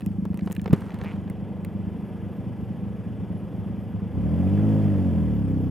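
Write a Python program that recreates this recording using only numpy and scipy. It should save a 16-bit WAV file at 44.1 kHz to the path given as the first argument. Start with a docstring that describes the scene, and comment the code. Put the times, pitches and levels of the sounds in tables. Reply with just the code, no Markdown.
"""Motorcycle idling and revving once

A three-cylinder motorcycle idles in slow traffic, heard from the helmet, and is revved once near the end.
Each firing rings the exhaust pipe; under throttle the beat locks into clean multiples of the firing rate.
At first a gloved hand works at the helmet: plastic ticks ring the shell, cloth swishes, one heavy knock
opens the visor and its hinge ratchets. Filtered noise makes the street wash underneath. Narrow resonated
noise makes thin squeaks, probably brakes, and a wavering low hum is a car creeping past."""
import sys
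import numpy as np
from scipy import signal
from scipy.fft import rfft, irfft, next_fast_len
from scipy.io import wavfile
from scipy.ndimage import uniform_filter1d

SR = 44100
rng = np.random.default_rng(int(sys.argv[2]) if len(sys.argv) > 2 else 0)


def voltage_ratio(decibels):
    """Convert decibels (scalar or array-like) to amplitude ratios, 20 dB per decade."""
    exponent = np.asarray(decibels, float) / 20
    return 10 ** exponent


def pcm_store(signal):
    """Save signal as 16-bit PCM."""
    levels = np.round(np.clip(np.atleast_2d(signal), -1, 1) * 32767)
    wavfile.write(sys.argv[1], SR, levels.astype(np.int16).T)


N = 251370  # length in samples


def read(points, hz):
    """Reads a table of (Hz, value) at the given frequencies, along a log scale."""
    f, value = np.transpose(points)
    return np.interp(np.log(hz + 1), np.log(f + 1), value)


def curves(rows):
    """Draws every column of a table that starts with seconds, sample by sample."""
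    s, *columns = np.transpose(rows)
    return [np.interp(np.arange(N) / SR, s, c) for c in columns]


def evened(x):
    """Scales to rms 1."""
    return x / np.sqrt(np.mean(abs(x) ** 2) + 1e-20)


def add(mix, s, sound):
    """Mixes a sound in at time s."""
    part = mix[round(s * SR):][:len(sound)]
    part += sound[:len(part)]


def band(x, lo_hz, hi_hz):
    """Keeps only the range between two frequencies."""
    return signal.sosfilt(signal.butter(2, [lo_hz, hi_hz], "band", fs=SR, output="sos"), x)


def resonate(x, hz, width):
    """Shifts hz down to zero, smooths twice, shifts back: a soft-starting resonance of gain 1."""
    turn = np.exp(2j * np.pi * np.cumsum(hz * np.ones(len(x))) / SR)
    r = np.exp(-np.pi * width / SR)
    smooth = signal.lfilter([(1 - r) ** 2], [1, -2 * r, r * r], x / turn)
    return 2 * (turn * smooth).real


def ring(modes, size, lowest=0.848, highest=1.056):
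    """Dying sines of a struck body, each retuned by a random factor for where it is hit."""
    t = np.arange(size) / SR
    out = np.zeros(size)
    for hz, db, t60 in modes:
        tuned_hz = hz * rng.uniform(lowest, highest)
        out += voltage_ratio(db - 60 * t / t60) * np.sin(2 * np.pi * tuned_hz * t)
    return out


def rfft_hz(size):
    """Bin frequencies of a spectrum."""
    return np.fft.rfftfreq(size, 1 / SR)


def stroke(from_s, to_s, attack_s, release_s):
    """Envelope 0-1: rises, holds, dies away."""
    t = np.arange(N) / SR
    return np.clip((t - from_s) / attack_s, 0, 1) * np.exp(-np.maximum(t - to_s, 0) / release_s)


def waver(size):
    """Slow complex chance of rms 1, smoothed twice over size samples."""
    once = uniform_filter1d(rng.standard_normal((2, N)), size=size)
    a, b = uniform_filter1d(once, size=size)
    return evened(a + 1j * b)


# Engine speed, hunting a little at idle and then revved once.
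# Each row: time in seconds, firings per second.
ENGINE_SPEED = [(0, 25.45), (1.1, 24.95), (1.65, 24.1), (1.9, 25.6), (2.3, 25.05), (4.0, 25.1),
                (4.094, 26.5), (4.236, 36.4), (4.374, 44.1), (4.534, 49.8), (4.672, 53.5), (4.76, 52.9),
                (4.894, 50.8), (5.088, 44.5), (5.406, 34.1), (5.7, 30.2)]


def speed():
    """Firings per second."""
    return curves(ENGINE_SPEED)[0]


def firings():
    """Running count of firings."""
    return np.cumsum(speed()) / SR + 0.3993


IDLE_HZ, TOP_HZ = 25, 53.5  # firings per second


def revs():
    """0 at idle, 1 at the top of the rev."""
    return np.clip((speed() - IDLE_HZ) / (TOP_HZ - IDLE_HZ), 0, 1)


LOCK_FROM_HZ, LOCK_OVER_HZ = 25.8, 7.1  # firings per second: where locking starts, the range it takes


def locked():
    """Share of the beat that has locked into clean orders; once locked it stays locked."""
    return np.maximum.accumulate(np.clip((speed() - LOCK_FROM_HZ) / LOCK_OVER_HZ, 0, 1))


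KNOCK_S, OPENING_S = .7314, 0.02  # when the knock comes, how long the visor takes to swing open


def shut():
    """1 while the visor is shut, 0 once the knock has opened it."""
    return 1 - stroke(KNOCK_S, N / SR, OPENING_S, 1)


PULSES_IDLE_DB, PULSES_REV_DB = -32, 7  # idle level with open visor, gain up to top speed
SHUT_PULSES_DB, PULSES_LOCKED_DB = 4, -11  # change while the visor is shut, change once locked
# Moments when the exhaust beat dips briefly.
# Each row: middle in seconds, length in seconds, change in dB at the middle.
BEAT_DIPS = [(0.544, 0.023, -16), (0.901, 0.043, -16), (1.54, 0.1, -2), (2.097, 0.062, -3),
             (2.346, 0.053, -14), (2.518, 0.031, -5.5), (2.762, 0.046, -2.5), (2.97, 0.038, -12),
             (3.484, 0.071, -8), (3.905, 0.061, -2.5)]


def pulses_db():
    """Level of the exhaust beat."""
    t = np.arange(N) / SR
    dips = sum(db * np.exp(-((t - s) / length * 2) ** 2) for s, length, db in BEAT_DIPS)
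    visor_and_lock = SHUT_PULSES_DB * shut() + PULSES_LOCKED_DB * locked()
    return PULSES_IDLE_DB + PULSES_REV_DB * revs() + visor_and_lock + dips


UNEVEN_IDLE_DB, UNEVEN_LOCKED_DB = 1.6, 1.5  # scale of the spread in firing strength
JITTER_S = .0005  # average lateness of a firing before the beat locks
LOW_LAG_S = .0035  # the lowest mode speaks late
SHUT_LOW_DB, LOCKED_LOW_DB = -2, -14  # lowest mode: change until the knock opens the visor, once locked
SHUT_UPPER = 0.57  # a shut visor sharpens the beat this much, compared with locking
PIPE_ECHO_S = 0.0204  # the pulse returns from the open end after this time
# Strength of each cylinder before the beat locks. Each entry: level in dB.
CYLINDER_LEVELS = [-6.5, -2, -2]
# Modes of the exhaust pipe. Each row: frequency in Hz, width in Hz, level in dB.
PIPE_MODES = [(102.5, 37.6, 1.5), (192.7, 46.2, 7), (301.5, 79, -9.5), (470, 72, -29)]
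# Inverted echo that damps each mode. Each entry: share of the pulse, for one mode.
ECHO_SHARE = [.12, .1, .25, .3]
# How much of the uneven strength each mode feels. Each entry: share, for one mode.
UNEVEN_SHARE = [.7, 1, 1, 1]
# Turbulence in each mode before the beat locks. Each entry: share, for one mode.
TURBULENCE_SHARE = [.8, .26, .3, .3]


def exhaust():
    """One pulse a firing, uneven in strength, rings the pipe; turbulent puffs roughen it."""
    lock = locked()
    brightness = SHUT_UPPER * shut() + lock  # lifts the upper pipe modes
    uneven_db = UNEVEN_IDLE_DB + (UNEVEN_LOCKED_DB - UNEVEN_IDLE_DB) * lock
    turns = firings()
    at = np.flatnonzero(np.diff(np.floor(turns)))
    late = JITTER_S * SR * (1 - lock[at]) * rng.uniform(0, 2, 300)[:len(at)]
    at += np.round(late).astype(int)
    chance = rng.uniform(-1.7, 1.7, (300, 1 + len(PIPE_MODES)))[:len(at)]
    mean_db = np.mean(CYLINDER_LEVELS)
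    cylinder_db = mean_db + (np.resize(CYLINDER_LEVELS, len(at)) - mean_db) * (1 - lock[at])
    puffs = np.exp(-(turns % 1) / .5) * rng.standard_normal(N)
    out = np.zeros(N)
    for k, (hz, width, db) in enumerate(PIPE_MODES):
        lowest = k == 0
        shut_db = lowest * SHUT_LOW_DB * (at < KNOCK_S * SR)
        chance_db = UNEVEN_SHARE[k] * uneven_db[at] * (chance[:, 0] + .5 * chance[:, 1 + k])
        strength = voltage_ratio(cylinder_db + shut_db + chance_db)
        pulses = np.zeros(N)
        pulses[at] = strength - lock[at] * strength.mean()  # once locked, only the unevenness is left here
        pulses -= ECHO_SHARE[k] * np.roll(pulses, round(PIPE_ECHO_S * SR))
        drive = np.roll(evened(pulses), lowest * round(LOW_LAG_S * SR))
        drive = drive + TURBULENCE_SHARE[k] * (1 - .8 * lock) * puffs
        mode_db = db + 2.0 * k * brightness + lowest * LOCKED_LOW_DB * lock
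        sign = (-1) ** k  # neighbouring modes have opposite signs
        out += sign * voltage_ratio(mode_db) * resonate(drive, hz, width) / np.sqrt(width)
    out = band(out, 32, 475)  # the beat stays between 32 and 475 Hz
    slow = np.sqrt(uniform_filter1d(out ** 2, SR // 2) + 1e-20)  # its own level over half a second
    return voltage_ratio(pulses_db()) * out / slow


WASH_IDLE_DB, WASH_REV_DB = -47, 7  # middle range at idle with open visor, gain up to top speed
SHUT_WASH_DB = -4.5  # change while the visor is shut
# Overall colour of the wash. Each row: frequency in Hz, relative level in dB per Hz.
STREET_COLOUR = [(40, -23), (90, -8), (200, -6.5), (270, -12.5), (490, -17), (700, -23), (1370, -35.5),
                 (2000, -39), (3400, -44), (3900, -58), (5000, -53), (6200, -59), (12500, -59),
                 (14500, -61), (16000, -75)]
# Narrow humps and hollows in it, probably cavities round the microphone.
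# Each row: frequency in Hz, width in Hz, change in dB.
CAVITY_HUMPS = [(483, 37, 3), (677, 64, -5), (744, 54, 2.5), (990, 110, 1.5), (1170, 37, -3),
                (1700, 85, 4.5), (1770, 73, -8), (1980, 49, 3), (2170, 180, -2), (2950, 200, 1),
                (4730, 200, 0), (5070, 100, -1.5), (11050, 330, 4.5)]
# Treble of the wash. Each row: time in seconds, level in dB relative to the middle range.
WASH_TREBLE = [(0, -20), (.6, -27.5), (1.3, -28), (1.9, -26), (4.1, -26.5), (4.4, -25), (5.7, -24.5)]


def wash():
    """Street and engine clatter: patchy broad noise that throbs slightly with the firings."""
    level_db = WASH_IDLE_DB + SHUT_WASH_DB * shut() + WASH_REV_DB * revs()
    treble_db = curves(WASH_TREBLE)[0]
    frames, hz = N // 256 + 6, rfft_hz(1024)
    a, b, patches = rng.standard_normal((frames, 513, 3)).T
    patches = uniform_filter1d(patches, size=8, axis=0)  # smooth over frequency, then over time
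    patches = evened(uniform_filter1d(patches, size=8, axis=1))
    humps_db = sum(db * np.exp(-((hz - f) / width * 2) ** 2) for f, width, db in CAVITY_HUMPS)
    colour_db = read(STREET_COLOUR, hz) + humps_db
    z = (a + 1j * b) * voltage_ratio(colour_db[:, None] + 0.93 * patches)
    low = signal.istft(z * (hz < 4200)[:, None], nperseg=1024, noverlap=768)[1][:N]
    high = signal.istft(z * (hz >= 4200)[:, None], nperseg=1024, noverlap=768)[1][:N]
    low = low / np.std(band(low, 450, 3600))
    throb = 1 + .15 * np.cos(2 * np.pi * (firings() - .7))
    return voltage_ratio(level_db) * evened(throb) * (low + voltage_ratio(treble_db) * evened(high))


TICK_PAN_DB, TICK_RISE_S = 1.1, 0.0006  # random lean of a tick to left or right, its soft start
FAINT_TICKS, FAINT_FROM_S, FAINT_TO_S, FAINT_DB = 14, .33, 1.1, -49  # extra ticks at random, 4 dB up or down
RUB_ATTACK_S, RUB_RELEASE_S = 0.014, 0.12
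SCUFF_DB = 3.5  # middle range of the drag, relative to its treble
# Glove hitting plastic.
# Each row: start in seconds, level in dB, body relative in dB, bright edge relative in dB.
GLOVE_TICKS = [(0.0074, -39, 3.5, -4), (0.0194, -39, -8, -14), (0.0618, -38, 2, 2), (0.117, -47, -8, -8),
               (0.311, -47, -5, -8), (0.461, -46, -10, 3), (0.694, -50, -10, -5), (0.2528, -42, 17, 1.5),
               (0.3431, -38.5, 5, -4), (0.3735, -41, 7.5, 1.5), (0.3915, -31, -2, -35),
               (0.4095, -38.5, -22, -30), (0.4738, -36, 15.5, -11.5), (0.4998, -44, 17, -1.5),
               (0.5117, -32, 3, -6.5), (0.5196, -39.5, -6, 9), (0.5259, -34, 0, 4.5), (0.5506, -41, -15, 2),
               (0.5646, -29, -15, -9.5), (0.5955, -32.5, -11, -16.5), (0.6155, -43, -8, 5),
               (0.6424, -43, 8.5, -1), (0.6586, -26, 9, -25), (0.6779, -33, 12.5, -11.5),
               (0.7078, -40, 9, -15), (0.7262, -42, 3, -10), (0.7303, -27, 8, 0), (0.7335, -40, 17, -10),
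               (0.7454, -49, 21, -11), (0.808, -40, -13, -4.5), (0.9053, -33, -19, -24.5),
               (0.9187, -38, -8, -22.5), (0.9433, -35, -2, -7.5), (0.9882, -38, 2, -7.5),
               (1.0136, -28, -1, -30), (1.0377, -39.5, -9, -5.5), (1.0455, -33, 2, -12),
               (1.0505, -36, -5, -20), (1.132, -47, -5, -20), (1.2775, -42.5, -2, -15),
               (1.2989, -35, 1, -1.5), (1.6482, -32.5, -7, -3)]
# Helmet shell, before each hit retunes it.
# Each row: frequency in Hz, level in dB, seconds to fall by 60 dB.
SHELL_MODES = [(448, 6.5, 0.018), (847, -6, 0.025), (1180, -7, 0.0059), (2020, -1, 0.018),
               (2484, -2, 0.015), (2910, -8.5, 0.02), (4160, -5, 0.0064)]
# Glove dragging over the shell. Each row: start in seconds, end of hold in seconds, level in dB.
GLOVE_RUBS = [(0, 1.3, -88), (.34, .62, -85), (0.419, 0.39, -66), (0.729, 0.72, -61), (1.0, 1.15, -76)]


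def glove():
    """Ticks ring the shell and carry a short crunch and a bright crack; the glove also drags in grains."""
    out, t = np.zeros((2, N)), np.arange(1500) / SR
    lowest = [FAINT_FROM_S, FAINT_DB - 4, -5, -15]
    highest = [FAINT_TO_S, FAINT_DB + 4, 8, -3]
    faint = rng.uniform(lowest, highest, (FAINT_TICKS, 4))
    for s, db, body_db, edge_db in [*GLOVE_TICKS, *faint]:
        puff = rng.standard_normal(len(t))
        thud = 1.58 * band(puff, 400, 1200) * voltage_ratio(-60 * t / 0.029)
        body = voltage_ratio(body_db) * (ring(SHELL_MODES[:3], size=1500) / 2 + thud)
        upper_ring = ring(SHELL_MODES[3:], size=1500) / 2
        crunch = band(puff, 1200, 3730) * voltage_ratio(-60 * t / 0.011)
        crack = band(puff, 5000, 15500) * voltage_ratio(edge_db - 60 * t / .01)
        tick = voltage_ratio(db) * np.minimum(t / TICK_RISE_S, 1) * (body + upper_ring + crunch + crack)
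        pan_db = TICK_PAN_DB * rng.standard_normal()
        add(out[0], s, voltage_ratio(pan_db) * tick)
        add(out[1], s, voltage_ratio(-pan_db) * tick)
    grain_size = voltage_ratio(1.9 * np.minimum(rng.exponential(1, N), 4))
    grains = grain_size * (rng.random(N) < 3000 / SR) * rng.standard_normal(N)  # about 3000 a second
    dragging = sum(voltage_ratio(db) * stroke(a, b, RUB_ATTACK_S, RUB_RELEASE_S) for a, b, db in GLOVE_RUBS)
    scuff = voltage_ratio(SCUFF_DB) * evened(band(grains, 1530, 2300))
    return out + dragging * (evened(band(grains, 3500, 12000)) + scuff)


SWISH_FROM_S, SWISH_TO_S, SWISH_DB = 0.701, 1.13, -48.5
SWISH_ATTACK_S, SWISH_RELEASE_S = 0.0093, 0.061


def sleeve():
    """A soft, lumpy swish of cloth: noise of slowly changing strength in the middle range."""
    lumps = voltage_ratio(3.3 * evened(uniform_filter1d(rng.standard_normal(N), size=300)))
    brushing = stroke(SWISH_FROM_S, SWISH_TO_S, SWISH_ATTACK_S, SWISH_RELEASE_S)
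    return voltage_ratio(SWISH_DB) * brushing * evened(band(lumps * rng.standard_normal(N), 310, 1300))


KNOCK_DB, KNOCK_RISE_S = 9.5, .007  # gain on the modes below, their soft start
GIVE_S, GIVE_DB = .0055, -15  # a short pull the other way just before the blow
RATTLE_DB, RATTLE_T60_S = -27.5, 0.043  # loose parts: level at the blow, seconds to fall by 60 dB
# The whole helmet, before the blow retunes it.
# Each row: frequency in Hz, relative level in dB, seconds to fall by 60 dB.
HELMET_MODES = [(177.3, 6.5, 0.02), (237, -16.5, 0.046), (416, -14, 0.039), (104, -20, 0.025)]


def knock():
    """One heavy blow that shakes the whole helmet and rattles its loose parts."""
    out = np.zeros(N)
    t = np.arange(6000) / SR
    shaken = ring(HELMET_MODES, size=6000, lowest=.94, highest=.98)
    blow = voltage_ratio(KNOCK_DB) * shaken * (1 - np.exp(-t / KNOCK_RISE_S))
    bumps = (rng.random(len(t)) < 900 / SR) * rng.standard_normal(len(t))  # about 900 a second
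    rattle = voltage_ratio(RATTLE_DB - 60 * t / RATTLE_T60_S) * evened(band(bumps, 440, 2200))
    add(out, KNOCK_S - GIVE_S, -voltage_ratio(GIVE_DB) * np.hanning(round(GIVE_S * SR)))
    add(out, KNOCK_S, blow + rattle)
    return out


# Visor hinge turning, from the first row to the last.
# Each row: time in seconds, level in dB, teeth per second.
HINGE = [(1.0535, -46.5, 170), (1.1, -47.5, 172), (1.118, -48.5, 185), (1.127, -54, 185)]


def ratchet():
    """Each tooth of the hinge snaps and scrapes a short puff through one broad resonance."""
    level_db, rate = curves(HINGE)
    t = np.arange(N) / SR
    turning = (t > HINGE[0][0]) * (t < HINGE[-1][0])
    turns = np.cumsum(rate * turning) / SR
    snaps = np.diff(np.floor(turns), prepend=0) * voltage_ratio(.7 * rng.standard_normal(N))
    scrape = np.exp(-(turns % 1) / .3) * turning * rng.standard_normal(N)
    snapping = band(resonate(snaps + .07 * scrape, 2200, 1050), 900, 3600)
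    teeth = snapping + .08 * band(scrape, 500, 1800)
    return voltage_ratio(level_db) * teeth / np.std(teeth[turning])


def squeak(from_s, to_s, from_hz, to_hz, db):
    """A thin, fuzzy whistle, probably of brakes: noise through a narrow resonance, held or gliding."""
    size = round((to_s - from_s) * SR)
    tone = resonate(rng.standard_normal(size), np.linspace(from_hz, to_hz, size), 90)
    return from_s, voltage_ratio(db) * evened(tone) * signal.windows.tukey(size, .3)


CAR_SECOND_DB = -7.5  # the octave, relative to the hum
# Hum of a car creeping past alongside. Each row: time in seconds, frequency in Hz, level in dB.
CAR_HUM = [(2.2, 122, -69), (2.45, 121.3, -39), (2.9, 118.1, -39.5), (3.2, 113.8, -45), (3.6, 112, -41.5),
           (4.0, 111.8, -39), (4.3, 110, -62)]


def car():
    """A wavering low hum with its octave."""
    hz, level_db = curves(CAR_HUM)
    turn = np.exp(2j * np.pi * np.cumsum(hz) / SR)
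    wobble = 1 + .25 * waver(size=2500)
    hum = wobble * (turn + voltage_ratio(CAR_SECOND_DB) * turn ** 2)
    return np.sqrt(2) * voltage_ratio(level_db) * hum.real


ORDERS_REV_DB = 3.5  # gain of the low orders up to top speed
UPPER_DB, UPPER_REV_DB = -32.5, 13.5  # orders 7 to 16: level at top speed, gain up to it
UPPER_WAVER = .25  # how much the upper orders wander
SETTLE_S, SETTLE_RISE_S, SETTLE_DB = 5.4, 0.15, 7  # as the revs settle the upper orders swell
PULSE_LAG = .35  # the pulse leaves the pipe this many firings late
STRONG_CYLINDER, FULL_PULL = .25, 50  # extra strength at full pull; full pull in firings/s per second
# Own strength of orders 1 to 6. Each entry: level in dB at top speed, before the pipe.
LOW_ORDER_LEVELS = [6, 1.5, -0.5, -0.5, -2, -5.5]
# How much each low order wanders. Each entry: share of its strength.
LOW_ORDER_WAVER = [.03, .03, .07, .05, .14, .14]
# How the pipe passes orders 1 to 6, with a notch between its modes. 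Each row: frequency in Hz, gain in dB.
LOW_ORDER_PIPE = [(40, -53), (53, -41), (65, -33.5), (85, -28), (102, -25), (120, -29.5), (137, -36),
                  (160, -26.5), (200, -24), (225, -25), (248, -38), (270, -26), (295, -25.5), (320, -28)]
# Orders 7 to 16 by where they fall. Each row: frequency in Hz, gain in dB.
UPPER_ORDER_PIPE = [(200, -1), (240, -1), (265, 6), (295, 1.5), (340, -12), (420, -15), (470, -17.5),
                    (530, -10.5), (620, -16.5), (700, -20), (850, -39.5)]
# Phase that the pipe gives each order, turning over at the notch. Each row: frequency in Hz, phase in turns.
ORDER_PHASE = [(45, 1.15), (65, .34), (85, .1), (105, -.15), (125, -.23), (140, -.09), (160, -.04),
               (190, -.05), (215, -.1), (240, -.11), (255, -.59), (280, -.73), (320, -.78), (400, -1.4),
               (480, -2.2)]


def orders():
    """Under throttle the firings lock into multiples of their rate: low ones steadier, upper ones wavering."""
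    turns, rate = firings() - PULSE_LAG, speed()
    below_top = revs() - 1
    settle_db = SETTLE_DB * stroke(SETTLE_S, N / SR, SETTLE_RISE_S, 1)
    lines = np.zeros(N)
    for k in range(1, 17):
        if k <= len(LOW_ORDER_LEVELS):
            db = LOW_ORDER_LEVELS[k - 1] + ORDERS_REV_DB * below_top + read(LOW_ORDER_PIPE, k * rate)
            wander = LOW_ORDER_WAVER[k - 1]
        else:
            db = UPPER_DB + UPPER_REV_DB * below_top + settle_db + read(UPPER_ORDER_PIPE, k * rate)
            wander = UPPER_WAVER
        tone = np.exp(2j * np.pi * (k * turns + read(ORDER_PHASE, k * rate)))
        lines += voltage_ratio(db) * ((1 + wander * waver(size=1100)) * tone).real
    # while the revs climb, one cylinder in three hits harder
    pull = uniform_filter1d(np.clip(np.gradient(rate) * SR / FULL_PULL, 0, 1), size=4000)
    stronger = 1 + STRONG_CYLINDER * pull * np.cos(2 * np.pi * turns / 3)
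    return np.sqrt(2) * locked() * stronger * lines


GROWL_DB, GROWL_REV_DB = -57, 5.5  # level at top speed, gain up to it
GROWL_LAG, GROWL_UNEVEN_DB = .37, 2.5  # how many firings late it speaks, spread of burst strength


def growl():
    """Under throttle each firing throws a short burst of turbulence, a rough midrange, through the pipe."""
    turns = firings() - GROWL_LAG + 1
    strength = voltage_ratio(GROWL_UNEVEN_DB * rng.standard_normal(300))[turns.astype(int)]
    bursts = strength * np.exp(-(turns % 1) / 0.22) * rng.standard_normal(N)
    level_db = GROWL_DB + GROWL_REV_DB * (revs() - 1)
    return voltage_ratio(level_db) * locked() * evened(band(bursts, 380, 560))


# Thin squeaks, probably brakes.
# Each row: start in seconds, end in seconds, first Hz, last Hz, level in dB before the fades.
BRAKE_SQUEAKS = [(1.804, 3.05, 10950, 11130, -82), (1.95, 2.12, 12200, 12200, -80),
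                 (2.312, 2.4, 12200, 12000, -77), (2.58, 2.7, 12200, 12200, -80),
                 (3.301, 3.417, 10860, 11300, -75), (3.427, 3.471, 11010, 13230, -80),
                 (3.48, 3.64, 13100, 11150, -80), (3.616, 3.7, 11150, 11300, -78),
                 (3.779, 3.846, 12400, 12300, -76), (3.35, 3.75, 8600, 8550, -89),
                 (3.804, 3.86, 8600, 8500, -82), (3.883, 3.93, 12700, 11800, -77),
                 (5.33, 5.427, 12100, 11950, -74), (5.424, 5.515, 8600, 8600, -76),
                 (5.463, 5.54, 12300, 11900, -74), (5.553, 5.6, 11150, 11050, -81),
                 (5.603, 5.658, 11450, 12200, -72), (5.675, 5.697, 13150, 12100, -77)]


def scene():
    """Engine, street and knock come from straight ahead; the hand works a little to the right."""
    ahead = exhaust() + orders() + growl() + car() + wash() + knock()
    for row in BRAKE_SQUEAKS:
        add(ahead, *squeak(*row))
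    hand = glove() + sleeve() + ratchet()
    return ahead + voltage_ratio([[-.4], [.4]]) * hand


def roll_off(x):
    """The treble ends steeply here."""
    return signal.sosfilt(signal.butter(12, 16370, fs=SR, output="sos"), x)


# Difference between the two microphone ports.
# Each row: frequency in Hz, side level in dB relative to the middle.
PORT_SPREAD = [(60, 1), (110, -6.5), (200, -12), (380, -18.5), (700, -22), (1290, -32), (2380, -27),
               (4400, -25), (8120, -19), (15000, -30.5)]


def record(dry):
    """A bass cut, then two microphone ports whose phases part toward the bass."""
    margin = SR // 4
    longer = np.pad(dry, ((0, 0), (margin, margin)), "reflect")  # keeps the filters from clicking at the ends
    size = next_fast_len(N + 2 * margin)
    hz = rfft_hz(size)
    cut = 1 / (1 + (58 / (hz + 1)) ** 7)
    side = voltage_ratio(read(PORT_SPREAD, hz)) * np.exp(1j * 1.62)  # about a quarter turn out of phase
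    spectrum = rfft(longer, size) * cut * [1 + side, 1 - side]
    ports = irfft(spectrum, size)[:, margin:margin + N]
    ports *= np.minimum(np.arange(N, 0, -1) / 200, 1)  # short fade at the very end
    return roll_off(ports)


dry = scene()
out = record(dry)
pcm_store(out)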